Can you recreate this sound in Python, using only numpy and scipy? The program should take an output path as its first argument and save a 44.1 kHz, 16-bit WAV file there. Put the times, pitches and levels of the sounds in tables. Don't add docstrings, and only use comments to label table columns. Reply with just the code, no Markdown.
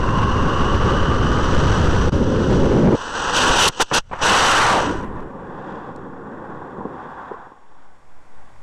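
import sys
import numpy as np
from scipy import signal
from scipy.fft import rfft, irfft
from scipy.io import wavfile
from scipy.ndimage import uniform_filter1d, map_coordinates

SR = 44100
rng = np.random.default_rng(int(sys.argv[2]) if len(sys.argv) > 2 else 0)


def generate_wav(signal):
    frames = np.transpose(np.atleast_2d(signal))
    scaled = np.clip(frames, -1, 1) * 32767
    pcm = np.round(scaled).astype(np.int16)
    wavfile.write(sys.argv[1], SR, pcm)


N = 380532
TIME = np.arange(N) / SR
FREQS = np.fft.rfftfreq(N, 1 / SR)
FIRST_CHOKE_S, BURNOUT_S = 3.68, 7.42

# (frequency [Hz], relative level [dB])
GUST_SPECTRUM = [(5, 5.5), (20, 1.5), (50, -5), (120, -10.5), (300, -33), (1000, -64)]
HISS_SPECTRUM = [(40, -16), (170, -6.5), (350, -5.5), (530, -1.5), (660, -8), (950, 2.5), (1250, -2),
                 (1500, 2), (1800, -8), (2050, -15), (2300, -25.5), (4000, -50)]
TREBLE_SPECTRUM = [(1900, -30), (2300, -7.5), (2650, 4.5), (3400, 1.5), (4200, -2.5), (5200, -3.5),
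                   (6500, -5), (7300, -13.5), (8500, -11), (10000, -35), (15000, -24.5)]
SHRIEK_SPECTRUM = [(1500, -26.5), (3000, 1.5), (5000, 4), (8000, -5), (11000, -5), (15000, -8.5)]
LOW_ROAR_SPECTRUM = [(40, -22), (100, -5), (180, 1.5), (280, 1), (400, 0), (530, 1), (630, -8.5),
                     (900, -66), (2000, -66)]
# (frequency [Hz], width [Hz], gain [dB])
JET_RESONANCES = [(1390, 44, 1), (2220, 250, -7), (2962, 230, 5), (5880, 390, 10.5), (6760, 200, 6),
                  (7870, 260, 10.5), (14100, 700, 8.5)]
# (burst time [s], end [s], leak level [dB], burst level [dB], relative treble [dB])
JET_BURSTS = [(3.814, 3.819, -30.5, -8, -0.5), (3.945, 3.984, -37, -15, 1), (4.23, 5.047, -37.5, -15, -2)]


def gain_of(db):
    return 10 ** (np.asarray(db) / 20)


def unit_rms(x):
    return x / np.sqrt(np.mean(x ** 2) + 1e-20)


def curve(rows, column=1):
    columns = np.transpose(rows)
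    return np.interp(TIME, columns[0], columns[column])


def onset(s):
    return np.clip((TIME - s) / 0.03 + 1, 0, 1)


def since(s):
    return np.maximum(TIME - s, 0)


def bump(s, half):
    return np.exp(-((TIME - s) / half) ** 2)


def add(mix, s, sound):
    part = mix[round(s * SR):][:len(sound)]
    part += sound[:len(part)]


def coloured(x, spectrum, peaks=()):
    hz, db = np.transpose(spectrum)
    db = np.interp(np.log(FREQS + 1), np.log(hz), db)
    for centre, width, height in peaks:
        db = db + height / (1 + (2 * (FREQS - centre) / width) ** 2)
    return irfft(rfft(x) * gain_of(db), N)


def eddies(cutoff_hz):
    return unit_rms(irfft(rfft(rng.standard_normal(N)) / (1 + (FREQS / cutoff_hz) ** 4), N))


def turbulence(spectrum, peaks=()):
    return unit_rms(coloured(rng.standard_normal(N), spectrum, peaks))


def glide(spectrum, hz):
    position = np.cumsum(hz) / 1000
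    return map_coordinates(turbulence(spectrum), [position % (N - 1)], order=3)


def field_hiss():
    # (time [s], level [dB])
    levels = [(0, -68.5), (7.6, -64), (8.0, -60.5), (8.6, -56)]
    # (frequency [Hz], relative level [dB])
    spectrum = [(50, 11), (200, -6), (600, 22), (1000, 9.5), (2000, 16.5), (3000, 2), (5000, 4),
                (9000, 1.5), (15000, -6.5)]
    return gain_of(curve(levels)) * turbulence(spectrum)


def camera_whine():
    # (frequency [Hz], rms level [dB])
    partials = [(5599, -78.5), (6702, -80.5), (7402, -80.5), (9598, -89.5)]
    return sum(gain_of(db) * np.sqrt(2) * np.sin(2 * np.pi * hz * TIME) for hz, db in partials)


def baseline_wander(wander_db=-46, growth_db_per_s=11):
    return gain_of(wander_db + growth_db_per_s * since(BURNOUT_S)) * eddies(3.2)


def wind():
    # (time [s], level [dB])
    breeze = [(3, -44), (4.05, -63), (5.3, -45), (6.1, -53), (6.7, -65), (7.6, -64), (8.3, -53.5),
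              (8.6, -46)]
    # (time [s], level [dB], half length [s])
    exhaust_puffs = [(3.509, -13.5, 0.014), (3.695, -19, 0.0037), (4.294, -33.5, 0.21), (4.723, -35, 0.29),
                     (5.001, -31, 0.043), (5.097, -30, .014), (5.155, -27, 0.022), (5.231, -32, 0.022)]
    puffs = sum(gain_of(db) * bump(s, half) for s, db, half in exhaust_puffs)
    return (gain_of(curve(breeze)) + puffs) * turbulence(GUST_SPECTRUM)


def grit(decay_s=0.0013):
    # (time [s], level [dB])
    ticks = [(5.205, -48), (5.962, -38)]
    envelope = np.zeros(N)
    for s, db in ticks:
        add(envelope, s, gain_of(db) * np.exp(-TIME[:SR // 20] / decay_s))
    return envelope * turbulence([(1000, -17), (3500, 3), (6000, 0), (7800, 1), (10000, -13), (15000, -4)])


def overload_crackle(per_s):
    clicks = (rng.random(N) < per_s / SR) * rng.standard_normal(N)
    return unit_rms(coloured(clicks, SHRIEK_SPECTRUM))


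def whistle(hz, half_width_hz):
    phase = 2 * np.pi * np.cumsum(hz) / SR
    low_pass = 1 / (1 + (FREQS / half_width_hz) ** 2)
    in_phase, quadrature = irfft(rfft(rng.standard_normal((2, N))) * low_pass, N)
    return unit_rms(in_phase * np.cos(phase) + quadrature * np.sin(phase))


def vent(sputter_db=0.96, gusting_db=1.6, crackle_db=-31):
    # (time [s], rumble level [dB], flutter level [dB])
    buffet_levels = [(0, -20, -25), (.8, -20, -22.5), (1.5, -19, -21.5), (1.7, -14.5, -22.5),
                     (2.12, -15.5, -20.5), (2.3, -23, -19.5), (2.6, -19, -16), (2.9, -25.5, -12.5)]
    # (frequency [Hz], relative level [dB])
    rumble_spectrum = [(10, 5), (25, -3.5), (60, 1), (110, -1.5), (170, -7), (300, -27.5), (1000, -57)]
    flutter_spectrum = [(60, -25), (130, -4.5), (200, -1), (300, -3.5), (420, -5.5), (560, -7.5),
                        (680, -25), (1000, -23.5), (3000, -66)]
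    # (time [s], level [dB], relative treble [dB])
    hiss_levels = [(0, -25.5, -12.5), (.25, -26, -11.5), (.45, -23.5, -12), (.9, -22.5, -11.5),
                   (1.15, -24.5, -11), (1.7, -21, -8.5), (2.05, -24, -8), (2.2, -30.5, -7),
                   (2.55, -26, -7.5), (2.94, -30.5, -8.5)]
    # (time [s], gain [dB], half length [s])
    spurts = [(0.185, 3, 0.018), (0.239, 3, 0.012), (.318, 3, 0.012), (0.89, 2, 0.026)]
    # (starting pitch [Hz], rise [Hz/s], half width [Hz], level [dB], peak time [s], half length [s])
    resonances = [(1045, 115, 91, -25.5, .5, 1.29), (2774, 175, 134, -35.5, 0.83, .95)]
    # (frequency [Hz], gain [dB])
    off_axis = [(200, -5.5), (400, 3.5), (900, -1), (1600, -2), (3000, -1.5), (4500, 0), (6000, -2),
                (9000, -7.5), (14000, -2)]
    break_s, break_length_s, break_db = 2.097, 0.023, -19
    stop_s, valve_db_per_s = 2.952, 2000

    rumble = gain_of(curve(buffet_levels)) * turbulence(rumble_spectrum)
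    flutter = gain_of(curve(buffet_levels, column=2)) * turbulence(flutter_spectrum)
    treble = gain_of(curve(hiss_levels, column=2)) * turbulence(TREBLE_SPECTRUM, JET_RESONANCES)
    stream = turbulence(HISS_SPECTRUM) + treble + gain_of(crackle_db) * overload_crackle(per_s=45)
    hiss = coloured(gain_of(curve(hiss_levels)) * stream, off_axis)
    whistles = sum(gain_of(db) * bump(s, half) * whistle(hz + rise * TIME, width)
                   for hz, rise, width, db, s, half in resonances)
    spurt_db = sum(db * bump(s, half) for s, db, half in spurts)
    gap = uniform_filter1d(1. * ((TIME > break_s) & (TIME < break_s + break_length_s)), size=130)
    flow = gain_of(break_db * gap - valve_db_per_s * since(stop_s))
    gusting = gain_of(gusting_db * eddies(27))
    sputter = gain_of(spurt_db + sputter_db * eddies(63))
    return flow * (gusting * (rumble + flutter) + sputter * (hiss + whistles))


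def grain_pops(echo_s=0.0016, echo_gain=0.2, scatter_gain=0.67, scatter_s=0.0071):
    # (time [s], level before filtering [dB], length of the compression [s])
    pops = [(6.783, -21, 0.0011), (6.788, -20.5, 0.0015), (6.809, -17.5, 0.00059), (6.814, -18.5, .0005),
            (6.8545, -13, .00082), (6.858, -30, 0.0022), (7.057, -21, 0.0006), (7.185, -23.5, 0.00045),
            (7.313, -13, 0.00022), (7.316, -13, 0.00029), (7.34, -29, 0.00043), (7.344, -21, 0.00037),
            (7.47, -30.5, 0.00065), (7.52, -28, 0.00041)]
    # (frequency [Hz], gain [dB])
    pop_response = [(60, -29), (200, 8), (500, 9.5), (650, -6), (800, 8), (1100, 12.5), (1300, -11),
                    (1600, -12), (2100, -32), (3200, -56)]
    pressure, t = np.zeros(N), TIME[:SR // 30]
    for s, db, compression_s in pops:
        age = t / compression_s
        pulse = gain_of(db) * (1 - age) * np.exp(-age)
        paths = rng.standard_normal(len(t)) * np.exp(-t / scatter_s)
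        scattered = signal.fftconvolve(pulse, paths / np.linalg.norm(paths))[:len(t)]
        add(pressure, s, pulse)
        add(pressure, s + echo_s, echo_gain * pulse + scatter_gain * scattered)
    return coloured(pressure, pop_response)


def far_exhaust(shocks_per_s=900, shock_share=0.21, body_follows=0.24, waver_db=0.8, rasp_db=1.5):
    # (time [s], half length [s], roar gain [dB], sizzle gain [dB])
    swells = [(5.18, 0.056, 6.5, 9), (5.702, 0.27, 7, 15), (6.543, 0.33, 5.5, 5.5), (6.98, 0.087, 2.5, 5),
              (7.2, 0.23, 7.5, 10), (7.79, 0.09, 6.5, 4), (8.42, .15, 4, 2.5)]
    # (frequency [Hz], relative level [dB])
    roar_spectrum = [(450, -10.5), (650, -5.5), (770, 1.5), (1130, 1), (1280, -5.5), (1500, -4.5),
                     (1850, -13), (2200, -29), (2650, -30), (3000, -36), (3450, -30), (4200, -43),
                     (9000, -50.5)]
    sizzle_spectrum = [(1200, -10), (2200, -3), (2650, 3), (3000, -1), (3450, 6), (4100, -8.5),
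                       (4700, -5.5), (7500, -13), (10000, -34), (15000, -32)]
    # (frequency [Hz], width [Hz], gain [dB])
    notches = [(650, 51, -5), (1300, 76, -4)]
    start_s, roar_db, body_db, sizzle_db = 5.06, -41.5, -37, -71.5
    thin_s, thin_db_per_s, thin_depth_db = 6.91, 36, 23.5
    burnout_db_per_s, burnout_depth_db = 66.5, 13.5

    swell_db = sum(db * bump(s, half) for s, half, db, _ in swells)
    bright_db = sum(db * bump(s, half) for s, half, _, db in swells)
    burnout_db = np.minimum(burnout_db_per_s * since(BURNOUT_S), burnout_depth_db)
    thin_db = np.minimum(thin_db_per_s * since(thin_s), thin_depth_db)
    shocks = (rng.random(N) < shocks_per_s / SR) * rng.exponential(1, N)
    drive = shock_share * unit_rms(shocks) + rng.standard_normal(N)
    roar = gain_of(roar_db + swell_db - burnout_db) * unit_rms(coloured(drive, roar_spectrum, notches))
    body = gain_of(body_db + body_follows * swell_db - thin_db) * turbulence(LOW_ROAR_SPECTRUM, notches)
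    sizzle = gain_of(sizzle_db + bright_db + rasp_db * eddies(90)) * turbulence(sizzle_spectrum)
    return onset(start_s) * gain_of(waver_db * eddies(35)) * (roar + body + sizzle)


def offset_thumps(thump_db=-23, settle_s=0.0083):
    chokes = [FIRST_CHOKE_S] + [row[1] for row in JET_BURSTS[:-1]]
    ages = (since(s) / settle_s for s in chokes)
    return gain_of(thump_db) * sum(age * np.exp(1 - age) for age in ages)


def nozzle_jet(sputter_db=1.63, wash_db=-15):
    # (time [s], level [dB], relative treble [dB])
    build_up = [(2.965, -30.5, -6.5), (3.08, -30, -6), (3.24, -22, -6), (3.32, -21, -7), (3.36, -18.5, 1.5),
                (3.46, -13, -4.5), (3.55, -15, -3.5), (3.63, -10.5, 2), (3.68, -12, -2.5)]
    # (time [s], level [dB], half length [s])
    shrieks = [(3.683, 4, .004), (3.819, -10, .007), (3.948, -14, .008)]
    leak_db_per_s, leak_lead_s, burst_rise_s, choke_db_per_s = 149.5, 0.25, 0.01, 1503.5
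    lift_s, acceleration_m_per_s2, loss_db_per_m, treble_loss_db_per_m = 4.498, 42, 4, 2.1

    level = onset(build_up[0][0]) * gain_of(curve(build_up) - choke_db_per_s * since(FIRST_CHOKE_S))
    treble = level * gain_of(curve(build_up, column=2))
    for s, end, leak_db, burst_db, treble_db in JET_BURSTS:
        ahead_s = np.maximum(s - TIME, 0)
        leak = onset(s - leak_lead_s) * gain_of(leak_db - leak_db_per_s * ahead_s)
        burst = gain_of(burst_db) * np.exp(-(ahead_s / burst_rise_s) ** 2)
        flow = (leak + burst) * gain_of(-choke_db_per_s * since(end))
        level += flow
        treble += flow * gain_of(treble_db)
    height_m = acceleration_m_per_s2 * since(lift_s) ** 2 / 2
    treble *= gain_of(-treble_loss_db_per_m * height_m)
    body = turbulence(HISS_SPECTRUM, JET_RESONANCES) + gain_of(wash_db) * turbulence(GUST_SPECTRUM)
    jet = level * body + treble * turbulence(TREBLE_SPECTRUM, JET_RESONANCES)
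    jet *= gain_of(sputter_db * eddies(110) - loss_db_per_m * height_m)
    shriek_level = sum(gain_of(db) * bump(s, half) for s, db, half in shrieks)
    return jet + shriek_level * turbulence(SHRIEK_SPECTRUM)


def flame(surge_db=1.5, plume_db=-1, fine_db=-7, billow_db=-4, push_db=-6):
    # (time [s], level [dB], rise [s], decay [s])
    ignitions = [(3.5, -12, .005, 0.013), (3.656, -5.5, 0.015, 0.025), (3.797, -10, 0.002, 0.013),
                 (3.912, -13.5, 0.0013, 0.026), (4.095, -44, 0.0014, 0.0065), (4.112, -28, 0.0017, 0.022),
                 (4.129, -25, 0.0017, 0.015)]
    # (time [s], level [dB], centre frequency [Hz])
    passage = [(4.14, -36.5, 888), (4.22, -26.5, 1080), (4.3, -14, 1170), (4.5, -14.5, 1194),
               (4.63, -10.5, 1219), (4.72, -8, 947), (4.88, -19.5, 299), (5.06, -28.5, 230.2),
               (5.12, -35.5, 188.6)]
    # (frequency [Hz], relative level [dB])
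    plume_spectrum = [(100, -25.5), (400, -10.5), (650, -2.5), (850, -0.5), (1000, 3), (1250, 0),
                      (1700, -6.5), (3000, -21.5), (8000, -46), (14000, -49)]
    fine_spectrum = [(30, -14.5), (150, -6.5), (300, -7), (530, -7), (650, -9), (800, 5.5), (1050, 9.5),
                     (1400, -10), (1750, -2), (2300, -9), (3200, -19), (5000, -32), (8000, -31.5),
                     (14000, -57)]
    billow_spectrum = [(30, -7), (70, -0.5), (150, 0.5), (300, 0), (550, -1.5), (700, -13), (2000, -44.5)]
    fade_db_per_s = 18

    coughs, t = np.zeros(N), TIME[:SR // 4]
    for s, db, rise, decay in ignitions:
        add(coughs, s, gain_of(db) * np.tanh(t / rise) ** 2 * np.exp(-(t / decay) ** 2))
    burn = onset(passage[0][0]) * gain_of(curve(passage) - fade_db_per_s * since(passage[-1][0]))
    centre_hz = curve(passage, column=2)
    narrowness = centre_hz / centre_hz.max()
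    plume = gain_of(plume_db) * narrowness ** 0.35 * glide(plume_spectrum, centre_hz)
    fine_eddies = gain_of(fine_db) * narrowness ** 0.15 * turbulence(fine_spectrum, JET_RESONANCES[:3])
    billows = gain_of(billow_db) * (1 - narrowness) * turbulence(billow_spectrum)
    surge = gain_of(surge_db * eddies(55))
    low_push = gain_of(push_db) * coughs * turbulence(LOW_ROAR_SPECTRUM)
    return (coughs + burn) * surge * (plume + fine_eddies + billows) + low_push


def scene():
    launch = vent() + nozzle_jet() + offset_thumps() + flame() + far_exhaust() + grain_pops()
    return (launch + grit() + wind() + baseline_wander() + camera_whine() + field_hiss())[None]


def record(dry):
    # (time [s], level [dB])
    headroom = [(0, -10.4), (4.25, -10.3), (4.6, -11.6), (4.8, -13), (5.0, -14), (5.6, -10.4)]
    # (frequency [Hz], gain [dB])
    response = [(20, 1.5), (3000, -1), (6000, -4), (8000, -2), (10000, -6), (14000, -16), (16000, -29.5)]
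    edge_hz = 14900
    ceiling = gain_of(curve(headroom))
    oversampled = signal.resample_poly(dry[0] / ceiling, 2, 1)
    saturated = ceiling * signal.resample_poly(np.clip(oversampled, -1, 1), 1, 2)
    band_limit = signal.firwin(255, edge_hz, window=("kaiser", 9), fs=SR)
    return signal.oaconvolve(coloured(saturated, response), band_limit, "same")[None]


dry = scene()
out = record(dry)
generate_wav(out)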